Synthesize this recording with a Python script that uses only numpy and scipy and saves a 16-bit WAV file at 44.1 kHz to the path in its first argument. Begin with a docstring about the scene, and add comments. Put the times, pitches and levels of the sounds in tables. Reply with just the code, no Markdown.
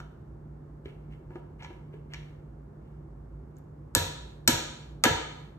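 """On the floor of a bare, ringing room, a child fits a wooden peg into the lid of a wooden toy box.
Light taps and rubs come from noise grains and clicks passed through the resonances of the peg's block.
Three mallet blows then drive the peg in: each cracks, rings the lid and thumps the box on the floorboards.
Filtered noise echoes every knock, and a ventilation hum of noise and steady tones runs underneath."""
import sys
import numpy as np
from scipy import signal
from scipy.io import wavfile
from scipy.ndimage import uniform_filter1d

SR = 44100
rng = np.random.default_rng(int(sys.argv[2]) if len(sys.argv) > 2 else 0)


def persist_wave(psi):
    """Save psi, clipped to +-1, as 16-bit WAV."""
    counts = np.round(np.clip(psi, -1, 1) * 32767).astype(np.int16)
    wavfile.write(sys.argv[1], SR, np.atleast_2d(counts).T)


N = 246078
TIME = np.arange(N) / SR
HIT_TIME = TIME[:SR // 2]

# Spectrum of the air in the ducts, relative: frequency_hz [Hz], density_db [dB per Hz]
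AIR_SPECTRUM = [(20, -12), (38, -19.5), (60, -9), (95, -6), (130, -4.5), (185, -11.5), (250, -11),
                (370, -16.5), (480, -18.5), (950, -25.5), (1500, -33.5), (2600, -44), (5000, -47),
                (15000, -51)]
# Humming duct resonances; two filters, each twice half_width_hz wide, shape the wavering part:
# pitch_hz [Hz], half_width_hz [Hz], wavering_db [dB rms], steady_db [dB rms]
DUCT_HUM = [(55.7, 6.7, -50, -61.5), (148.2, 6.7, -55.5, -51), (329.5, 12, -66, -70.5),
            (372, 40, -64, -80.5)]
# Likeness of diffuse sound at the left and right ports: frequency_hz [Hz], correlation [-1 to 1]
PORT_LIKENESS = [(60, 1), (140, 1), (300, 0.74), (650, -0.4), (1400, 0.46), (3100, -0.55), (7000, 0.36),
                 (15000, -0.4)]
# The peg slid or twisted against the wood, level taken before the low-pass:
# start_s [s], length_s [s], level_db [dB], brightness_hz [Hz]
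RUBS_ON_WOOD = [(0.0, 0.0033, -53.5, 12900), (0.859, 0.049, -57.5, 3220), (1.11, 0.03, -58.5, 3000),
                (1.303, 0.025, -61.5, 2510), (1.335, .04, -61, 3300), (1.602, 0.026, -53, 3150),
                (1.632, 0.011, -55, 8100), (1.931, 0.018, -57, 3000), (2.11, 0.016, -56, 3000),
                (2.818, 0.16, -70.5, 3300)]
# The peg touching floor, lid and hole:
# start_s [s], click_db [dB], lid_db [dB], brightness_hz [Hz], note_hz [Hz], note_db [dB]
PEG_TAPS = [(0.002, -26.5, -24.5, 6400, 1396, -18.5), (0.8567, -26, -32.5, 1980, 405, -14.5),
            (1.1231, -37.5, -45, 2480, 400, -52), (1.304, -50, -28, 1205, 361, -21),
            (1.3557, -31, -19, 1180, 347, -12), (1.6230, -27, -26, 2500, 874, -24.5),
            (1.6456, -23.5, -45, 5170, 880, -22.5), (1.6491, -31, -24.5, 2770, 2200, -22),
            (1.7041, -42, -23.5, 1600, 345, -18), (1.9388, -42, -36, 2000, 410, -19),
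            (2.1357, -18, -25, 6970, 1800, -23), (2.1432, -20, -46, 5040, 2210, -19.5),
            (3.568, -50, -56, 17800, 6900, -37.5), (3.5850, -55, -63, 17900, 11800, -35)]
# The peg's block head, held in the fingers: pitch_hz [Hz], width_hz [Hz], level_db [dB, relative]
BLOCK_RESONANCES = [(2000, 470, -5), (2200, 160, 3), (2900, 660, -4), (4300, 670, -8), (5520, 510, -6),
                    (7300, 1800, -12), (13000, 4100, -16)]
# Modes of the lid and walls: pitch_hz [Hz], level_db [dB, relative], t60_s [s]
LID_MODES = [(440, -13, 0.23), (461.9, -10.5, 0.3), (524.4, -10.5, 0.16), (603, -7.5, 0.06),
             (700.6, -6.5, 0.061), (733, -8.5, 0.06), (761.8, -8, 0.11), (900, -3, 0.049), (955, -8, 0.2),
             (983, -13, 0.21), (1223, -9, 0.085), (1344, -2, 0.022), (1488, -8, 0.053), (1611, -9.5, 0.057),
             (1711, -7, 0.082), (2160, -13.5, 0.065), (2220, -20, 0.043), (2720, -9, 0.059),
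             (3060, -13, 0.22), (3590, -6.5, 0.052), (4300, -7, 0.065)]
# Mallet blows, and last the peg bottoming out; slip_s is the time constant of the chatter:
# start_s [s], crack_db [dB], lid_db [dB], brightness_hz [Hz], slip_s [s], note_hz [Hz], note_db [dB]
MALLET_BLOWS = [(3.95, 9, 0.5, 16800, 0.002, 1330, -7.5), (4.4763, 12, 2.5, 9400, 0.004, 2100, -1.5),
                (5.0379, 9, 7, 3570, 0.004, 2070, 2.5), (5.052, -9, 4.5, 6800, 0.0018, 1765, 0)]
# Mallet head on the peg, heavily damped: pitch_hz [Hz], width_hz [Hz], level_db [dB, relative]
PEG_RESONANCES = [(1600, 500, -11), (2560, 460, -6), (3140, 900, -5), (4196, 1100, -4.5), (5680, 380, -2),
                  (6560, 1700, -6), (8250, 720, -4), (10410, 890, -4), (11840, 2200, -3.5)]
# The box pressed onto the floor, rebound_s counted from the start:
# start_s [s], box_db [dB], push_s [s], floor_db [dB], rebound_s [s], rebound_db [dB]
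BOX_THUMPS = [(3.955, -2.5, 0.0017, -1.5, 0.047, -5), (4.481, 6, 0.0029, -14.5, 0.041, -4),
              (5.0516, 6, 0.003, -9, 0.045, -1)]
# Modes of the hollow box: pitch_hz [Hz], level_db [dB, relative], t60_s [s]
BOX_MODES = [(145, -16.5, 0.11), (224.5, -2.5, 0.04), (248.2, -0.5, .06), (303.3, 0, 0.059),
             (321, -1.5, 0.081), (392, -16, 0.17)]
# Modes of the floorboards: pitch_hz [Hz], level_db [dB, relative], t60_s [s]
FLOOR_MODES = [(85, -3, 0.093), (113, 1, 0.065), (155, -2.5, 0.15)]
# Strength of the room's ring: frequency_hz [Hz], level_db [dB against the sound sent into the room]
ROOM_LEVEL = [(80, -2), (200, -16.5), (450, 2.5), (1000, 0.5), (2000, -1.5), (3800, 2), (5000, -8),
              (7000, 1.5), (10000, -26), (13000, -5.5), (16000, -7)]
# Decay of the room's ring: frequency_hz [Hz], t60_s [s]
ROOM_DECAY = [(100, 0.46), (500, 0.74), (1500, 0.73), (4000, 0.71), (7500, 0.56), (12000, 0.32)]


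def from_db(db):
    """Decibels to gain."""
    return 10 ** (np.asarray(db) / 20)


def rms_one(x):
    """Scale to rms 1."""
    return x / np.sqrt(np.mean(x ** 2) + 1e-20)


def energy_one(x):
    """Scale to the energy of a unit click."""
    return x / np.sqrt(np.sum(x ** 2) + 1e-20)


def at_hz(points, hz):
    """Read a table on a log-frequency axis."""
    table_hz, values = np.array(points).T
    return np.interp(np.log(hz), np.log(table_hz), values)


def add(track, start_s, sound):
    """Mix a sound into a track at its start time."""
    start = max(0, round(start_s * SR))
    track[start:start + len(sound)] += sound[:N - start]


def soften(x, hz, order=2):
    """Low-pass: a softer contact carries less treble."""
    sos = signal.butter(order, min(hz, .45 * SR), fs=SR, output="sos")
    return signal.sosfilt(sos, x + 1e-18)


def resonate(x, hz, width_hz):
    """One resonance, gain 1 on top."""
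    radius = np.exp(-np.pi * width_hz / SR)
    feed = np.array([1, 0, -1]) * (1 - radius ** 2) / 2
    back = [1, -2 * radius * np.cos(2 * np.pi * hz / SR), radius ** 2]
    return signal.lfilter(feed, back, x + 1e-18)


def diffuse_bands(size):
    """Third-octave bands of sound arriving from all sides: (centre Hz, stereo noise)."""
    edges = 22 * 2 ** (np.arange(30) / 3)
    # Neighbouring bands draw on different noise; a quarter second lets the filters settle.
    white = rng.standard_normal((2, 2, size + SR // 4))
    for k, (low, high) in enumerate(zip(edges, edges[1:])):
        sos = signal.butter(2, [low, high], "band", fs=SR, output="sos")
        mid, side = signal.sosfilt(sos, white[k % 2])[:, -size:]
        hz = np.sqrt(low * high)
        alike = np.clip(at_hz(PORT_LIKENESS, hz), -.99, .995)
        shared = np.sqrt(1 + alike) * mid
        opposed = np.sqrt(1 - alike) * side * [[1], [-1]]
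        yield hz, (shared + opposed) / np.sqrt(2)


def at_ports(x, pan_db, lag_s=.00013):
    """Sound from just ahead reaches the left port a moment sooner; positive pan_db leans left."""
    later = np.pad(x, (round(lag_s * SR), 0))[:N]
    return np.array([x * from_db(pan_db / 2), later * from_db(-pan_db / 2)])


def ventilation(air_db=-50.5):
    """Dull rushing air, with a wavering noise drone and a steady fan tone at each duct resonance."""
    rush = sum(from_db(at_hz(AIR_SPECTRUM, hz)) * band for hz, band in diffuse_bands(N))
    air = from_db(air_db) * rms_one(rush)
    hum = 0
    for hz, half_width_hz, wavering_db, steady_db in DUCT_HUM:
        drone = rng.standard_normal(N + SR)
        for _ in range(2):
            drone = resonate(drone, hz, 2 * half_width_hz)
        tone = np.sqrt(2) * np.sin(2 * np.pi * (hz * TIME + rng.random()))
        # The first second of drone is the filters settling.
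        hum = hum + from_db(wavering_db) * rms_one(drone[SR:]) + from_db(steady_db) * tone
    return air * from_db([[-.6], [.6]]) + at_ports(hum, pan_db=-1.8)


def damped_wood(force, resonances):
    """The broad, short-lived resonances of a small piece of wood, neighbours in opposite sense."""
    return sum((-1) ** k * from_db(db) * resonate(force, hz, width_hz)
               for k, (hz, width_hz, db) in enumerate(resonances))


def ring(force, modes, uneven_db=1.5):
    """A force sets decaying sines going, neighbours in opposite sense, each a little uneven in level."""
    t = HIT_TIME
    answer = 0
    for k, (hz, db, t60_s) in enumerate(modes):
        gain = from_db(db + uneven_db * rng.standard_normal() - 60 * t / t60_s)
        answer = answer + (-1) ** k * gain * np.sin(2 * np.pi * hz * t)
    return signal.fftconvolve(force, answer)[:len(force)]


def stroke(start_s, length_s, attack_db_per_s=1503, ease_db_per_s=40, release_db_per_s=702):
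    """Gain of one rub: it swells, eases as the fingers slow down, then stops."""
    t = TIME - start_s
    attack = attack_db_per_s * np.maximum(-t, 0)
    ease = ease_db_per_s * np.clip(t, 0, length_s)
    release = release_db_per_s * np.maximum(t - length_s, 0)
    return from_db(-attack - ease - release)


def rubbing(grains_per_s=600, uneven_db=4, lid_db=-6):
    """Wood grain catches in many tiny slips while the peg is wiggled in, exciting block and lid."""
    sizes = from_db(uneven_db * np.minimum(rng.exponential(1, N), 3)) * rng.choice([-1, 1], N)
    grains = sizes * (rng.random(N) < grains_per_s / SR)
    block = rms_one(damped_wood(grains, BLOCK_RESONANCES))
    wood = block + from_db(lid_db) * rms_one(ring(grains, LID_MODES))
    return sum(from_db(level_db) * stroke(start_s, length_s) * soften(wood, bright_hz, order=4)
               for start_s, length_s, level_db, bright_hz in RUBS_ON_WOOD)


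def chatter(fade_s, slips_per_s):
    """A fading shower of tiny contacts, energy 1."""
    slips = rng.standard_normal(len(HIT_TIME)) * (rng.random(len(HIT_TIME)) < slips_per_s / SR)
    return energy_one(slips * np.exp(-HIT_TIME / fade_s))


def contact(slip_s, chatter_db):
    """A sharp first touch, then fading chatter as wood sticks and slips on wood."""
    touch = signal.unit_impulse(len(HIT_TIME))
    return touch + from_db(chatter_db) * chatter(slip_s, slips_per_s=7800)


def taps(note_damping=0.083, lid_cut_hz=650):
    """Light touches of the hand-held peg: block click, thin lid ring and a small note from the spot touched."""
    out = np.zeros(N)
    thin = signal.butter(2, lid_cut_hz, "high", fs=SR, output="sos")
    for start_s, click_db, lid_db, bright_hz, note_hz, note_db in PEG_TAPS:
        click = damped_wood(contact(slip_s=0.0024, chatter_db=8.5), BLOCK_RESONANCES)
        add(out, start_s, from_db(click_db) * energy_one(soften(click, bright_hz)))
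        touch = soften(contact(slip_s=.002, chatter_db=-10.5), bright_hz)
        lid = signal.sosfilt(thin, ring(touch, LID_MODES))
        add(out, start_s, from_db(lid_db) * energy_one(lid))
        # The note's bandwidth is a fixed share of its pitch.
        note = resonate(soften(touch, note_hz), note_hz, note_damping * note_hz)
        add(out, start_s, from_db(note_db) * energy_one(note))
    return out


def mallet(rattle_db=-13, rattle_s=.012, lid_bright_hz=3000, note_width_hz=260):
    """Wood on wood: a bright crack, a short peg note, the lid's ring and a brief rattle of loose parts."""
    out = np.zeros(N)
    for start_s, crack_db, lid_db, bright_hz, slip_s, note_hz, note_db in MALLET_BLOWS:
        rattle = from_db(rattle_db) * chatter(rattle_s, slips_per_s=2200)
        force = energy_one(contact(slip_s, chatter_db=8)) + rattle
        crack = soften(damped_wood(force, PEG_RESONANCES), bright_hz, order=1)
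        note = resonate(force, note_hz, note_width_hz)
        lid = soften(ring(contact(slip_s, chatter_db=-3.0), LID_MODES), lid_bright_hz, order=1)
        add(out, start_s, from_db(crack_db) * energy_one(crack))
        add(out, start_s, from_db(note_db) * energy_one(note))
        add(out, start_s, from_db(lid_db) * energy_one(lid))
    return out


def push(length_s):
    """A soft half-sine shove."""
    return np.sin(np.pi * np.minimum(HIT_TIME / length_s, 1))


def thumps(floor_lag_s=0.0018, floor_push_s=0.0064):
    """The driven peg shoves the hollow box; the boards give, and thud again as the box settles."""
    out = np.zeros(N)
    boards = energy_one(ring(push(floor_push_s), FLOOR_MODES))
    for start_s, box_db, push_s, floor_db, rebound_s, rebound_db in BOX_THUMPS:
        box = energy_one(ring(push(push_s), BOX_MODES))
        add(out, start_s, from_db(box_db) * box)
        add(out, start_s + floor_lag_s, from_db(floor_db) * boards)
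        add(out, start_s + rebound_s, from_db(rebound_db) * boards)
    return out


def room(x, delay_s=0.003, build_s=0.0013):
    """Reflections thicken within milliseconds and die away, each band at its own pace."""
    t = np.maximum(TIME[:SR] - delay_s, 0)
    answer = 0
    for hz, band in diffuse_bands(SR):
        fade = (1 - np.exp(-t / build_s)) * from_db(-60 * t / at_hz(ROOM_DECAY, hz))
        answer = answer + from_db(at_hz(ROOM_LEVEL, hz)) * energy_one(fade) * band
    return signal.fftconvolve(x[None], answer, axes=1)[:, :N]


def scene(tap_room_db=-2):
    """The toy radiates differently each way: one direction comes straight, the room gathers all four."""
    low, rub = thumps(), rubbing()
    directions = [(mallet(), taps() + rub) for _ in range(4)]
    echoes = 0
    for blows, touches in directions:
        echoes = echoes + room(blows + low + from_db(tap_room_db) * touches)
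    echoes = echoes / np.sqrt(len(directions))
    straight = at_ports(sum(directions[0]), pan_db=.4)
    return straight + at_ports(low, pan_db=-2.0) + echoes + ventilation()


def suppress_hiss(x, split_hz=2000, threshold_db=-68, depth_db=-12):
    """The recorder turns the treble down whenever it is faint, which shortens quiet tails."""
    bass = signal.sosfiltfilt(signal.butter(2, split_hz, fs=SR, output="sos"), x)
    treble = x - bass
    # Treble power over a 20 ms window, both channels together.
    power = np.maximum(uniform_filter1d(np.mean(treble ** 2, axis=0), size=SR // 50), 0)
    faint = 1 / (1 + power / from_db(threshold_db) ** 2)
    return bass + treble * from_db(depth_db * faint)


def record(dry, top=1.8, notch_hz=9850, notch_width_hz=1000, roll_off_hz=14300, low_cut_hz=42):
    """The microphone drops deep bass and a treble notch; hiss is suppressed, peaks rounded, the top cut."""
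    low_cut = signal.butter(4, low_cut_hz, "high", fs=SR, output="sos")
    notch_edges = [notch_hz - notch_width_hz / 2, notch_hz + notch_width_hz / 2]
    notch = signal.butter(2, notch_edges, "stop", fs=SR, output="sos")
    x = signal.sosfilt(notch, signal.sosfilt(low_cut, dry))
    x = suppress_hiss(soften(x, roll_off_hz, order=8))
    rounded = top * np.tanh(x / top)
    # 70 dB down from 17 kHz upward
    top_cut = signal.cheby2(14, 70, 17000, fs=SR, output="sos")
    return signal.sosfilt(top_cut, rounded)


dry = scene()
out = record(dry)
persist_wave(out)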